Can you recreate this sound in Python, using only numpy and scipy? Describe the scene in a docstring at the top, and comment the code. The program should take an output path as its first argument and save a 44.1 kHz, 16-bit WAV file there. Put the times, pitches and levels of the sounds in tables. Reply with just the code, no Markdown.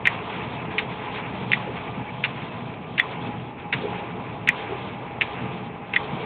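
"""Fast windshield wipers, heard inside a car on a wet road. Tyres rumble and the body booms throughout.
First the two blades flip over with a snap and a scuff, and the arms knock at the top of the sweep.
The stroke then sets off with a wet swish of rubber on glass and a labouring motor, and eases off.
About every 0.73 s the blades flip into a new stroke; the knock returns on every second turn.
Over the whole scene a thin drivetrain whine sinks as the car slows."""
import sys
import numpy as np
from scipy import signal
from scipy.fft import rfft, irfft
from scipy.io import wavfile

SR = 44100
rng = np.random.default_rng(int(sys.argv[2]) if len(sys.argv) > 2 else 0)


def log_audio(samples):
    """Write samples as a 16-bit WAV file to the path given in sys.argv[1]."""
    # one column per channel
    frames = np.atleast_2d(samples).T
    # limit to full scale, then quantise
    limited = np.clip(frames, -1, 1)
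    pcm = np.round(limited * 32767).astype(np.int16)
    wavfile.write(sys.argv[1], SR, pcm)


N = 275625
TIME = np.arange(N) / SR
FREQS = np.fft.rfftfreq(N, 1 / SR)

# EQ curves for the noise layers: f/Hz, relative level/dB
TYRE_EQ = [(20, -38.5), (40, -20), (62, -2.5), (90, 2), (150, -2), (280, 2), (320, 2), (370, -1),
           (600, -9.5), (1200, -16.5), (2500, -49.5)]
BODY_EQ = [(60, -37), (95, -7.5), (118, 5), (150, 2), (185, 2), (215, -3.5), (245, -1), (290, -10.5),
           (370, -10.5), (600, -55)]
MOTOR_EQ = [(200, -16), (350, -5), (480, 2.5), (560, -3.5), (660, 1.5), (880, 1), (1030, 2), (1120, -4),
            (1300, -7.5), (1600, -23.5), (2500, -63.5)]
RUBBER_EQ = [(700, -22), (1300, -0.5), (1900, 0.5), (2300, 3.5), (2600, 2.5), (2900, -2.5), (3400, -19.5),
             (4400, -47)]
SPRAY_EQ = [(2000, -19), (2800, -5.5), (3200, 5), (3600, 0), (3900, -7.5), (4300, -20), (4700, -41.5)]
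SCUFF_EQ = [(900, -23.5), (1450, -3.5), (1900, 2.5), (2500, -1), (2850, 2), (3100, -22), (3600, -1.5),
            (4000, -16), (4600, -32)]
# fader rides for tyre roar, body boom and drivetrain whine: t/s, relative level/dB
ROAR_FADER = [(0, -40.5), (1.85, -41), (2.2, -47), (3.1, -42), (3.85, -41.5), (5.5, -41.5), (5.85, -42.5),
              (6.25, -42)]
BOOM_FADER = [(0.0, -39), (0.01, -38), (0.57, -36.5), (0.61, -44), (0.68, -28), (0.77, -43), (0.91, -31.5),
              (0.99, -41), (1.3, -32.5), (1.79, -39), (2.02, -31.5), (2.05, -49), (2.1, -36), (2.65, -34.5),
              (2.79, -41.5), (2.89, -35), (3.06, -43.5), (3.29, -33.5), (3.57, -46), (3.78, -34.5),
              (5.34, -41.5), (5.41, -33), (5.97, -41.5), (6.15, -32.5), (6.2, -39), (6.25, -36)]
WHINE_FADER = [(0, -47), (2.0, -42), (2.85, -52.5), (3.2, -41), (3.55, -46.5), (3.9, -41), (4.3, -44.5),
               (4.7, -42.5), (6.25, -46)]
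# low resonances of the cabin air: f/Hz, width/Hz, relative level/dB
AIR_MODES = [(121.9, 7.4, -9.5), (182.8, 18, -7.5), (236, 23, -10.5)]
# dull thuds of the body on the road: t/s, relative level/dB, f/Hz, rise/s
ROAD_THUDS = [(1.681, -25, 432, 0.02), (2.004, -32.5, 172.2, 0.042), (3.848, -23.5, 432.5, 0.04),
              (4.714, -30, 399.5, 0.046)]
# narrow resonances shaken by the wiper drive: f/Hz, width/Hz, level at average load/dB
DRIVE_HUMS = [(430.4, 11, -46.5), (697, 4.4, -58.5), (940.5, 81, -50.5), (1190, 5.3, -53.5)]
# the rubber briefly drags harder: t/s, swish boost/dB
RUBBER_DRAGS = [(.32, 2.5), (1.17, 6.5), (2.64, -0.5), (3.60, 6), (6.23, 4.5)]
# each turn and the stroke it starts: t/s, first snap/dB, second blade's lag/s, second snap/dB,
# scuff/dB, relative swish/dB, relative motor/dB, swish ease-off/dB
BLADE_TURNS = [(0.056, -5, 0.0048, -18, -26.5, -39, -34.5, 1),
               (.7834, -6.5, .0046, -9.5, -24, -40.3, -35.2, .5),
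               (1.519, -5, 0.00512, -31, -29.5, -39.5, -35, 3.5),
               (2.2404, -5, 0.0084, -9.5, -22, -42, -36.5, 4),
               (2.9813, -10, 0.00433, -19, -25.5, -41.5, -36, 6),
               (3.7287, -7.5, 0.0098, -15, -21.5, -40.5, -34.5, 4.5),
               (4.4757, -8.5, .0027, -12.5, -28.5, -40.5, -35, 4),
               (5.2121, -5, .0072, -4, -25, -40.5, -36, 6), (5.9372, -14, .0019, -11, -34, -41, -34, 1.5)]
# arms reaching the top of the sweep: t/s, level/dB, f/Hz, metal clink/dB, settling tick lag/s, tick/dB
ARM_KNOCKS = [(.0730, -2.5, 2090, -28.5, 0.0059, -14), (1.534, -4, 2140, -22.5, 0.01, -23),
              (2.9983, -3, 2050, -15.5, 0.005, -17), (4.4898, -1.5, 2136, -24.5, 0.00326, -10),
              (5.9633, -4.5, 2080, -20, 0.004, -16)]
# ring of a wiper arm: f/Hz, relative level/dB, t60/s
ARM_MODES = [(1835, -32.5, .03), (1930, -26, 0.033), (2225, -34, 0.032), (2440, -26, 0.045),
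             (2750, -22.5, 0.034), (3130, -28.5, .03), (3260, -32, 0.039)]
# early reflections off glass and dashboard: delay/s, level/dB
REFLECTIONS = [(.0037, -18), (.0070, -18.5)]

WHINE_HZ, WHINE_SAG_HZ_PER_S = 847, 5.1
HOLD_S, EASE_S = 0.3, .25  # a stroke holds its level, then eases off
MOTOR_EASE, SPRAY_EASE = 0.86, 1.48  # ease-off as a multiple of the swish's
MOTOR_START_DB, SPRAY_DB, DRAG_RISE_S = -0.5, -8, 0.045
SPLASH_DB, SPLASH_S = 10, 0.05  # extra swish as the blades set off through the gathered water
SCUFF_LAG_S, SCUFF_RISE_S = 0.0051, 0.013
SNAP_HZ, SNAP_RISE_S = 2450, 0.001
LIFT_LEAD_S, LIFT_DB, LIFT_HZ = .0019, -15, 2180  # the rubber lip lets go just before its snap
TOUCH_LEAD_S, TOUCH_DB, TOUCH_HZ = 0.001965, -15.5, 3150  # the joint's play closes before the knock
REBOUND_S, SETTLE_HZ = 0.00155, 2350
SHAKE_LAG_S, SHAKE_RISE_S, SHAKE_DB, SHAKE_HZ = 0.023, 0.0088, -38.5, 930  # linkage thud after a turn
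JOLT_LAG_S, JOLT_RISE_S, JOLT_DB, JOLT_HZ = .043, .022, -35, 1046  # the body answers each knock


def amp(db):
    """Decibels to gain."""
    return 10 ** (np.asarray(db) / 20)


def unit(x):
    """Scales to rms 1."""
    return x / np.sqrt(np.mean(x ** 2) + 1e-20)


def follow(fader):
    """A fader's level in dB at every sample."""
    return np.interp(TIME, *np.transpose(fader))


def add(mix, s, sound):
    """Mixes a sound in at time s."""
    part = mix[max(round(s * SR), 0):][:len(sound)]
    part += sound[:len(part)]


def colour(x, eq):
    """Shapes x with an EQ curve, at rms 1."""
    hz, db = np.transpose(eq)
    gain = amp(np.interp(np.log(FREQS + 1), np.log(hz), db))
    return unit(irfft(rfft(x) * gain, N))


def wander(rate_hz):
    """Random modulation of rms 1, up to about the given rate."""
    return unit(irfft(rfft(rng.standard_normal(N)) / (1 + (FREQS / rate_hz) ** 2), N))


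def fuzzy_tone(hz, width_hz, steady=0):
    """A narrow resonance shaken at random, with an optional steady part; rms 1."""
    phase = 2 * np.pi * np.cumsum(hz * np.ones(N)) / SR
    return unit((steady + wander(width_hz)) * np.cos(phase) + wander(width_hz) * np.sin(phase))


def swell(t, rise, order=3):
    """Envelope of a heavily damped blow that peaks at t = 0."""
    u = np.maximum(1 + t / rise, 0)
    return (u * np.exp(1 - u)) ** order


def strike(mix, s, db, hz, rise=SNAP_RISE_S):
    """Mixes in a few cycles of a hard contact, peaking at time s."""
    t = np.arange(-SR // 100, SR // 100) / SR
    click = amp(db) * swell(t, rise, order=8) * np.cos(2 * np.pi * hz * t)
    add(mix, s + t[0], click)


def road():
    """The bed: tyre roar, and the body booming with the lumps of the road."""
    air = sum(amp(db) * fuzzy_tone(hz, width) for hz, width, db in AIR_MODES)
    lumps_db = 1.3 * wander(8)
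    body = colour(rng.standard_normal(N), BODY_EQ)
    boom = (body + air) * amp(follow(BOOM_FADER) - 2.0 + lumps_db)
    roar = colour(rng.standard_normal(N), TYRE_EQ) * amp(follow(ROAR_FADER))
    return boom + roar


def drivetrain():
    """A thin whine that sinks in pitch as the car slows."""
    hz = WHINE_HZ - WHINE_SAG_HZ_PER_S * TIME
    return fuzzy_tone(hz, width_hz=9.7, steady=0.97) * amp(follow(WHINE_FADER))


def thuds():
    """Soft blows from the road, the turns and the knocks, each shaking one broad, dull resonance."""
    bumps = [(s, db - 5, hz, rise) for s, db, hz, rise in ROAD_THUDS]
    shakes = [(s + SHAKE_LAG_S, SHAKE_DB, SHAKE_HZ, SHAKE_RISE_S) for s, *_ in BLADE_TURNS]
    jolts = [(s + JOLT_LAG_S, JOLT_DB, JOLT_HZ, JOLT_RISE_S) for s, *_ in ARM_KNOCKS]
    return sum(amp(db) * swell(TIME - s, rise) * fuzzy_tone(hz, width_hz=0.16 * hz)
               for s, db, hz, rise in bumps + shakes + jolts)


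def stroke():
    """Stroke envelopes: swish/dB, motor/dB, ease-off so far/dB, and the surge of setting off (1 to 0)."""
    start, *_, swish_db, motor_db, ease_db = np.transpose(BLADE_TURNS)
    which = np.searchsorted(start, TIME)
    # an average stroke is under way before the first turn
    age = TIME - np.r_[start[0] - np.diff(start).mean(), start][which]
    swish_db, motor_db, ease_db = (np.r_[db.mean(), db][which] for db in (swish_db, motor_db, ease_db))
    eased_db = ease_db * np.clip((age - HOLD_S) / EASE_S, 0, 1)
    return swish_db, motor_db, eased_db, np.exp(-age / SPLASH_S)


def wiper_motor():
    """The wiper drive whirrs and hums as it labours unevenly through each stroke."""
    _, motor_db, eased_db, surge = stroke()
    load_db = motor_db - MOTOR_EASE * eased_db + MOTOR_START_DB * surge + wander(14)
    whirr = colour(rng.standard_normal(N), MOTOR_EQ) * amp(load_db - 1.54)
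    hums = sum(amp(db) * fuzzy_tone(hz, width) for hz, width, db in DRIVE_HUMS)
    return whirr + hums * amp(load_db - load_db.mean())


def swish():
    """Rubber slides over wet glass in countless tiny slips, pushing a fine spray ahead."""
    level_db, _, eased_db, surge = stroke()
    level_db = level_db + sum(db * swell(TIME - s, DRAG_RISE_S) for s, db in RUBBER_DRAGS)
    swish_db = level_db - eased_db + SPLASH_DB * surge
    spray_db = level_db + SPRAY_DB - SPRAY_EASE * eased_db + 0.33 * SPLASH_DB * surge
    slips = rng.standard_normal(N) * amp(1.4 * wander(110) + 1.5 * wander(8.5))
    rubber = colour(slips, RUBBER_EQ) * amp(swish_db - 1.0)
    # now and then the rubber catches and sings faintly
    squeak = sum(fuzzy_tone(hz, width_hz=69) * amp(swish_db - 17 + 4.2 * wander(15))
                 for hz in (2290, 2600))
    fizz = rng.standard_normal(N) * amp(wander(150) + 2.8 * wander(11))
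    spray = colour(fizz, SPRAY_EQ) * amp(spray_db)
    return rubber + squeak + spray


def scuffs():
    """Each rubber lip scuffs the glass as it rolls over along its length."""
    envelope = sum(amp(db) * swell(TIME - s - SCUFF_LAG_S, SCUFF_RISE_S)
                   for s, _, _, _, db, *_ in BLADE_TURNS)
    return envelope * colour(rng.standard_normal(N), SCUFF_EQ)


def snaps_and_knocks():
    """The blades snap over at each turn, the arms knock and rebound at the top; every hit rings them."""
    hits = np.zeros(N)
    for s, first_db, lag, second_db, *_ in BLADE_TURNS:
        strike(hits, s - LIFT_LEAD_S, first_db + LIFT_DB, LIFT_HZ)
        strike(hits, s, first_db, SNAP_HZ)
        strike(hits, s + lag, second_db, SNAP_HZ)
    for s, db, hz, clink_db, settle_lag, settle_db in ARM_KNOCKS:
        strike(hits, s - TOUCH_LEAD_S, TOUCH_DB, TOUCH_HZ)
        strike(hits, s, db, hz, rise=0.0011)
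        strike(hits, s + REBOUND_S, db - 1.0, hz, rise=0.0021)
        strike(hits, s + REBOUND_S, clink_db, hz=3410, rise=0.0047)
        strike(hits, s + settle_lag, settle_db, SETTLE_HZ)
    t = np.arange(SR // 8) / SR
    ring = sum(amp(db - 60 * t / t60) * np.sin(2 * np.pi * hz * t) for hz, db, t60 in ARM_MODES)
    return hits + amp(-28.5) * signal.fftconvolve(hits, ring)[:N]


def cabin(x, wet_db, t60):
    """Two close reflections, then the short tail of a padded cabin, a little different at each turn."""
    out = x.copy()
    for delay, db in REFLECTIONS:
        add(out, delay, amp(db) * x)
    t = np.arange(SR // 4) / SR
    for s, *_ in BLADE_TURNS:
        tail = rng.standard_normal(len(t)) * amp(-60 * t / t60) * (t > .003)  # 3 ms pre-delay
        start = round((s - .04) * SR)
        reverb = signal.fftconvolve(x[start:start + len(t)], tail / np.linalg.norm(tail))
        add(out, start / SR, amp(wet_db) * reverb)
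    return out


def scene():
    """The mono mix from behind the windshield, with cabin reverb on the snaps and knocks."""
    layers = road() + wiper_motor() + drivetrain() + swish() + scuffs() + thuds()
    return (layers + cabin(snaps_and_knocks(), wet_db=-9, t60=.065))[None]


def record(dry):
    """A narrow-band microphone whose loudest peaks just clip, then a low-pass on the very top."""
    mic_lowpass = signal.firwin(301, cutoff=4500, window=("kaiser", 8), fs=SR)
    top_lowpass = signal.firwin(511, cutoff=16000, window=("kaiser", 9), fs=SR)
    narrow = signal.oaconvolve(dry, mic_lowpass[None], "same")
    clipped = np.clip(narrow, -.71, .71)
    return signal.oaconvolve(clipped, top_lowpass[None], "same")


dry = scene()
out = record(dry)
log_audio(out)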